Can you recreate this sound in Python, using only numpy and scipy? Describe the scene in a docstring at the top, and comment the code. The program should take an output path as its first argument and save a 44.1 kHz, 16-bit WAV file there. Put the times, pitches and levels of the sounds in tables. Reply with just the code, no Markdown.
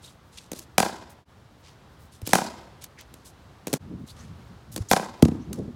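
"""An outdoor batting net between two fences: three deliveries joined by short fades.
The bat cracks on the ball; the ball bounces on thin turf over concrete and thumps a panel near the microphone.
Each knock is a noise crack plus ringing modes, returned by the fences and a scattered tail.
Shaped noise makes shoes and pads scuff and swish, wind buffet the microphone and far traffic hum;
a soft push on ringing ground modes makes the front foot plant."""
import sys
import numpy as np
from scipy import signal
from scipy.fft import rfft, irfft, next_fast_len
from scipy.io import wavfile

SR = 44100
rng = np.random.default_rng(int(sys.argv[2]) if len(sys.argv) > 2 else 0)


def wav_record(signal):
    """Record a signal, one row per channel, as 16-bit PCM in the file named by sys.argv[1]."""
    frames = np.transpose(np.atleast_2d(signal))
    bounded = np.clip(frames, -1, 1)
    # unit amplitude maps onto the largest positive 16-bit level
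    quanta = np.round(bounded * 32767).astype(np.int16)
    wavfile.write(sys.argv[1], SR, quanta)


N = 253876
TIME = np.arange(N) / SR

# Joins between deliveries: at_s, fade_out_s, fade_in_s
JOINS = [(1.25, 0.053, 0.048), (3.784, 0.041, .03)]


def from_db(db):
    """Decibels to gain."""
    return 10 ** (np.asarray(db) / 20)


def rms_one(x):
    """Scale to rms 1."""
    return x / np.sqrt(np.mean(x ** 2) + 1e-20)


def at_hz(hz, points, column=1):
    """Read a table column on a log-frequency axis."""
    points = np.array(points)
    return np.interp(np.log(hz + 1), np.log(points[:, 0]), points[:, column])


def coloured(spectrum):
    """Steady noise of the given spectrum, rms 1."""
    size = next_fast_len(N)
    hz = np.arange(size // 2 + 1) * SR / size
    white = rfft(rng.standard_normal(size))
    return rms_one(irfft(white * from_db(at_hz(hz, spectrum)), size)[:N])


def drift(rate_hz):
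    """Slow random wander of rms 1: white noise through two equal one-pole lowpasses."""
    r = np.exp(-2 * np.pi * rate_hz / SR)
    wander = signal.lfilter([1], [1, -2 * r, r * r], rng.standard_normal(N + SR))
    return rms_one(wander[SR:])     # the first second lets the filter settle


def band_noise(noise, edges_hz):
    """Keep one band of a noise."""
    return signal.sosfilt(signal.butter(2, edges_hz, "band", fs=SR, output="sos"), noise)


def ring(force, hz, t60_s):
    """One decaying mode: a two-pole resonator driven by a force."""
    r, w = from_db(-60 / (t60_s * SR)), 2 * np.pi * hz / SR
    return signal.lfilter([0, np.sin(w)], [1, -2 * r * np.cos(w), r * r], force + 1e-18)


def add(out, at_s, sound):
    """Mix a sound in at a time."""
    i = int(round(at_s * SR))
    part = sound[:max(len(out) - i, 0)]
    out[i:i + len(part)] += part


def air():
    """Far traffic, wavering a little, and a faint patchy rustle of leaves and netting."""
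    # Traffic spectrum, scaled to rms 1: freq_hz, relative_db_per_hz
    traffic_spectrum = [(15, -64), (25, -19), (70, -2.5), (108, -6), (146, -9), (226, -15), (457, -20),
                        (584, -20.5), (1150, -22), (2400, -32), (3910, -33), (15200, -52.5), (16500, -61)]
    traffic_db = -51.5 + 1.1 * drift(0.69)
    traffic = from_db(traffic_db) * coloured(traffic_spectrum)
    treble = signal.butter(2, 3500, "high", fs=SR, output="sos")
    rustle = signal.sosfilt(treble, rng.standard_normal(N))
    return traffic + from_db(-79.5 + 4.0 * drift(7)) * rustle


def scuffs():
    """Gritty friction noise in a broad band, swelling and fading; a tick is a very short wide one."""
    # Shoes and pads drag over the turf: start_s, length_s, level_db, centre_hz
    drags = [(0.008, .11, -53, 5100), (0.308, .09, -57, 4650), (0.369, .026, -44, 4167),
             (0.393, .079, -57.5, 4700), (0.538, .072, -47.5, 5560), (0.606, .041, -56, 5570),
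             (1.09, .045, -57.5, 8000), (1.619, .11, -56.5, 3300), (1.98, .09, -63, 9000),
             (2.108, .075, -57.5, 5560), (2.245, .057, -45, 4800), (2.294, .04, -40.5, 4660),
             (2.807, .05, -47.5, 5100), (2.976, .054, -50.5, 3500), (3.239, .062, -51, 6020),
             (4.058, .068, -51.5, 5600), (4.135, .15, -57.5, 4280), (4.712, .046, -47, 7350),
             (4.882, .07, -37.5, 6500)]
    # Small ticks of studs and buckles: start_s, level_db
    stud_ticks = [(0.587, -36.5), (2.264, -38), (2.838, -36), (3.008, -47.5)]
    # each row gains its rise (share of the length) and bandwidth (octaves)
    rows = [(*row, .33, 1.85) for row in drags]
    rows += [(s, .008, db, 6200, .4, 3.1) for s, db in stud_ticks]

    grit = rng.standard_normal(N) * from_db(2.4 * drift(250))
    out = np.zeros(N)
    for s, length_s, db, centre_hz, rise, octaves in rows:
        rise_s, fall_s = rise * length_s, (1 - rise) * length_s
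        i = int(s * SR)
        t = np.arange(int(3 * length_s * SR)) / SR     # room for the fade to die away
        half_width = 2 ** (octaves / 2)
        edges_hz = np.clip([centre_hz / half_width, centre_hz * half_width], 100, .45 * SR)
        band = band_noise(grit[i:i + len(t)], edges_hz)
        swell = np.sin(np.pi / 2 * t / rise_s) ** 2
        fade = np.exp(-(abs(t - rise_s) / fall_s) ** 2.5)
        shape = np.where(t < rise_s, swell, fade)
        add(out, s, from_db(db) * rms_one(band) * shape[:len(band)])
    return out


def swishes():
    """Narrow noise riding on a gliding centre."""
    # Short swishes: start_s, length_s, from_hz, to_hz, level_db
    glides = [(0.035, 0.027, 3340, 4630, -50), (0.07, 0.029, 3780, 3500, -54),
              (0.38, 0.011, 2790, 4760, -42), (0.908, 0.024, 4200, 3900, -48),
              (2.459, 0.031, 5180, 3780, -44.5), (2.969, .04, 1990, 2184, -51),
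              (4.078, 0.045, 3400, 4830, -49), (4.138, 0.12, 713, 2300, -55.5),
              (4.18, 0.047, 5600, 6700, -58), (4.885, 0.011, 5220, 8600, -39),
              (5.393, 0.065, 5260, 6730, -64)]
    width_hz = 800
    lowpass = signal.butter(2, width_hz / 2, fs=SR, output="sos")
    out = np.zeros(N)
    for s, length_s, from_hz, to_hz, db in glides:
        size = int(length_s * SR)
        u = np.arange(size) / size
        slow_pair = signal.sosfilt(lowpass, rng.standard_normal((2, SR // 4)))[:, -size:]
        phase = 2 * np.pi * np.cumsum(from_hz * (to_hz / from_hz) ** u) / SR
        # two lowpassed noises on cosine and sine carriers make one band around the glide
        band = slow_pair[0] * np.cos(phase) + slow_pair[1] * np.sin(phase)
        add(out, s, from_db(db) * np.sin(np.pi * u) * rms_one(band))
    return out


def smear(x, lags):
    """All-pass chain: spreads a sound in time, keeps its colour."""
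    for lag in lags:
        taps = np.zeros(lag + 1)
        taps[0], taps[-1] = -.45, 1
        x = signal.lfilter(taps, taps[::-1], x)
    return x


def struck_body(ring_db, modes, contact_s, crack_s, lag_cycles, dull_db):
    """A brief contact push rings each mode, low ones later; also gives a faster-dying version."""
    t = np.arange(SR // 3) / SR
    strengths_db = rng.normal(0, 1, len(modes))
    body, blur = 0, 0
    for k, (hz, db, t60_s) in enumerate(modes):
        u = (t - crack_s - lag_cycles / hz).clip(0) / contact_s
        level = from_db(ring_db + db + strengths_db[k] - dull_db * np.log2(hz / 500))
        push = (-1) ** k * level * u * np.exp(-u) / (contact_s * SR)
        body = body + ring(push, hz, t60_s)
        blur = blur + 2 * ring(push, hz, t60_s / 4.5)
    return body, blur


def fence_arrivals(s, near_s, near_db, far_s, far_db):
    """The direct sound, then near, far and combined echoes and a flutter between the fences."""
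    flutter_s, flutter_db = .0318, -6.5     # time and level change of each round trip
    arrivals = [(s, 0), (s + near_s, near_db), (s + far_s, far_db)]
    arrivals.append((s + far_s + near_s, far_db + near_db - 13.5))
    arrivals += [(s + far_s + k * flutter_s, far_db + k * flutter_db) for k in range(1, 5)]
    return arrivals


def knock(row, hiss, modes, contact_s, crack_s, lag_cycles, dull_db, scatter_db):
    """A noise crack, then ringing modes, returned smeared and duller; also a pulse to feed the yard."""
    s, crack_db, above_db, *echoes = row
    body, blur = struck_body(crack_db + above_db, modes, contact_s, crack_s, lag_cycles, dull_db)
    t = np.arange(SR // 3) / SR
    out, feed = np.zeros(N), np.zeros(N)
    for order, (at_s, db) in enumerate(fence_arrivals(s, *echoes)):
        u = t / (crack_s * (1 + .3 * order))     # each later arrival has a longer crack
        burst = u ** 2 * np.exp(1.5 - 1.765 * u ** 0.92)
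        start = rng.integers(0, N - len(t))
        crack = from_db(crack_db - 1.5 * order) * burst * hiss[start:start + len(t)] / 2
        if order:     # every return loses treble, later ones more
            cut_hz = min(11000 / order, .45 * SR)
            crack = signal.lfilter(*signal.butter(1, cut_hz, fs=SR), crack)
        lags = rng.integers(25, 90, min(order, 2))     # posts and slats return copies just behind
        early_s = .3 * order * crack_s     # a smeared echo swells in ahead of its peak
        add(out, at_s - early_s, from_db(db) * crack)
        add(out, at_s, from_db(db) * smear(body, lags))
    blur[:2] += from_db(crack_db + 23.5) * np.array([1, -.6])     # a bright click joins the pulse
    add(feed, s, from_db(scatter_db) * blur)
    return out, feed


def yard(x):
    """Scattered return from trees, fences and houses: lumpy noise, swelling briefly, dying band by band."""
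    # Scattered tail: freq_hz, level_db, t60_s
    tail = [(100, -23, .5), (257, 6.5, 0.7), (600, -13, .9), (1200, -2, 0.72), (2520, -16.5, 0.83),
            (5000, -9.5, .55), (8500, -14.5, 0.39), (14000, -28.5, .3)]
    t = np.arange(SR) / SR
    edges_hz = 60 * 2 ** np.arange(0, 8.4, .5)
    white = rng.standard_normal((2, SR)) * from_db(2.4 * drift(45)[:SR])
    response = 0
    for k, (low, high) in enumerate(zip(edges_hz, edges_hz[1:])):
        band = band_noise(white[k % 2], [low, high])
        hz = np.sqrt(low * high)
        t60_s = at_hz(hz, tail, column=2).clip(.05)
        response = response + band * from_db(at_hz(hz, tail) - 60 * t / t60_s)
    response = response * (1 - np.exp(-t / 0.0015)) / np.sqrt(SR / 20)
    return signal.fftconvolve(x, response)[:N]


def knocks():
    """Bat, turf and panel impacts with their returns; a join ends whatever still rings."""
    # Impacts: at_s, crack_db, ring_above_crack_db, near_echo_s, near_echo_db, far_echo_s, far_echo_db
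    bat_blows = [(0.7802, -2.5, -2.5, .0203, -4, .0465, -6), (2.332, -1.5, -1.5, .0203, -3.5, .0505, -10),
                 (4.9123, -3.5, .5, .019, -2.5, .050, -7.5)]
    turf_bounces = [(0.5159, -24.5, -1, .015, -1, .045, -16), (2.2157, -36, 0, .017, -16, .047, -16),
                    (2.2723, -17, -6, .018, -6, .048, -10), (3.139, -34, -3, .016, -27, .046, -25),
                    (3.6694, -20, -2, .009, -6, .028, -19), (3.729, -15, -1.5, .020, -14, .030, -24),
                    (3.7363, -11, -1.5, .022, -17, .031, -11), (4.7614, -19, -6, .015, -5, .046, -28),
                    (5.529, -24, -30, .028, -17, .058, -34)]
    panel_thumps = [(5.2232, -9.5, 5.8, .028, -11, .059, -17)]
    # Ringing modes of each struck thing: freq_hz, level_db, t60_s
    bat_modes = [(200, -11.5, 0.036), (370, -7.5, 0.01), (527, -6, 0.013), (766, -1, 0.026),
                 (996, -9, 0.016), (1330, -7.5, 0.013), (1606, -2.5, 0.014), (2384, -13.5, 0.035),
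                 (3940, -24, .015)]
    turf_modes = [(146, -11, 0.066), (259.5, -2, 0.02), (510, 2, 0.014), (875, -9, .02), (1270, -33, .02)]
    panel_modes = [(80.7, -10, 0.22), (149, -1, 0.093), (233, 1.5, 0.054), (310, 1, 0.033),
                   (463, -2, 0.026), (765, -8, 0.026), (1110, -13, 0.035)]
    # Manner of impact: contact_s and crack_s (time scales), lag_cycles, dullness_db_per_octave, scatter_db
    bat_way = (.00007, .0013, .6, .8, 2)
    turf_way = (.0002, .0015, .3, .2, -1)
    panel_way = (.0002, .0016, .4, .5, -10)
    # Shared crack spectrum before tilt: freq_hz, relative_db_per_hz
    crack_spectrum = [(880, -15.5), (1500, -16), (2260, -14.5), (4300, -15.5), (8680, -16.5),
                      (10400, -19.5), (15100, -24), (16500, -37.5)]
    # Crack brightness about 4 kHz: bat, turf, panel (each db_per_octave)
    crack_tilts = (-.1, 2, -.8)

    hisses = []
    for tilt in crack_tilts:
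        hisses.append(coloured([(hz, db + tilt * np.log2(hz / 4000)) for hz, db in crack_spectrum]))
    kinds = [(bat_blows, hisses[0], bat_modes, bat_way),
             (turf_bounces, hisses[1], turf_modes, turf_way),
             (panel_thumps, hisses[2], panel_modes, panel_way)]

    out = np.zeros(N)
    bounds = [0] + [s for s, *_ in JOINS] + [N / SR]
    for start, end in zip(bounds, bounds[1:]):
        direct, feed = np.zeros(N), np.zeros(N)
        for rows, hiss, modes, way in kinds:
            for row in rows:
                if start < row[0] < end:
                    sound, pulse = knock(row, hiss, modes, *way)
                    direct += sound
                    feed += pulse
        out += (direct + yard(feed)) * (TIME < end)
    return out


def footfalls():
    """The front foot plants: a soft slow push sets the slab thudding."""
    # Foot plants: at_s, level_db
    plants = [(2.227, -14.5), (4.804, -9)]
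    # Slab modes: freq_hz, level_db, t60_s
    slab_modes = [(104.6, -4, .09), (165, -13, 0.053)]
    t = np.arange(SR // 4) / SR
    push = t / .0015 * np.exp(-t / .0015)
    push = push / push.sum()
    out = np.zeros(N)
    for s, db in plants:
        for hz, mode_db, t60_s in slab_modes:
            add(out, s, from_db(db + mode_db) * ring(push, hz, t60_s))
    return out


def wind():
    """Lumpy low turbulence on the microphone; stronger gusts reach higher."""
    # Groups of gusts, each a level curve: at_s, level_db
    gust_groups = [
        [(3.79, -51), (3.866, -37), (3.894, -39), (3.924, -32), (3.968, -40), (3.998, -37), (4.046, -40),
         (4.082, -66), (4.09, -57)],
        [(4.1, -51), (4.34, -42), (4.372, -52), (4.404, -43), (4.444, -55), (4.532, -43), (4.608, -61),
         (4.706, -43), (4.73, -46), (4.8, -31)],
        [(5.34, -34), (5.372, -39), (5.454, -46), (5.486, -36), (5.522, -31), (5.55, -37), (5.598, -28),
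         (5.63, -33), (5.694, -33), (5.757, -45)],
    ]
    calm_db, step_db = -51, 7.5     # one layer higher for each step over calm
    gusty = rng.standard_normal(N) * from_db(2.1 * drift(28))
    rumble_cut = signal.butter(2, 70, "high", fs=SR, output="sos")
    layers = []
    for top_hz in [132, 202, 290, 460]:
        top_cut = signal.butter(5, top_hz, fs=SR, output="sos")
        layers.append(rms_one(signal.sosfilt(np.vstack([top_cut, rumble_cut]), gusty)))

    out = np.zeros(N)
    for rows in gust_groups:
        s, db = np.transpose(rows)
        level_db = np.interp(TIME, s, db)
        place = ((level_db - calm_db) / step_db).clip(0, len(layers) - 1)
        blend = sum((1 - abs(place - k)).clip(0) * layer for k, layer in enumerate(layers))
        edges = np.minimum(TIME - s[0], s[-1] - TIME).clip(0, .01) / .01     # 10 ms fades
        out += from_db(level_db) * edges * blend
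    return out


def scene():
    """Everything at one microphone."""
    return (air() + scuffs() + swishes() + knocks() + footfalls() + wind())[None]


def record(dry):
    """The microphone drops the deep bass; the level dips at the joins, peaks are rounded, the top is cut."""
    bass_cut = signal.butter(2, 56.5, "high", fs=SR, output="sos")
    heard = signal.sosfilt(bass_cut, dry)
    fades = np.ones(N)
    for s, out_s, in_s in JOINS:
        fades *= np.maximum((s - TIME) / out_s, (TIME - s) / in_s).clip(.03, 1)
    rounded = 1.2 * np.tanh(heard * fades / 1.2)
    top_cut = signal.cheby2(20, 70, 16800, fs=SR, output="sos")
    return signal.sosfilt(top_cut, rounded)


dry = scene()
out = record(dry)
wav_record(out)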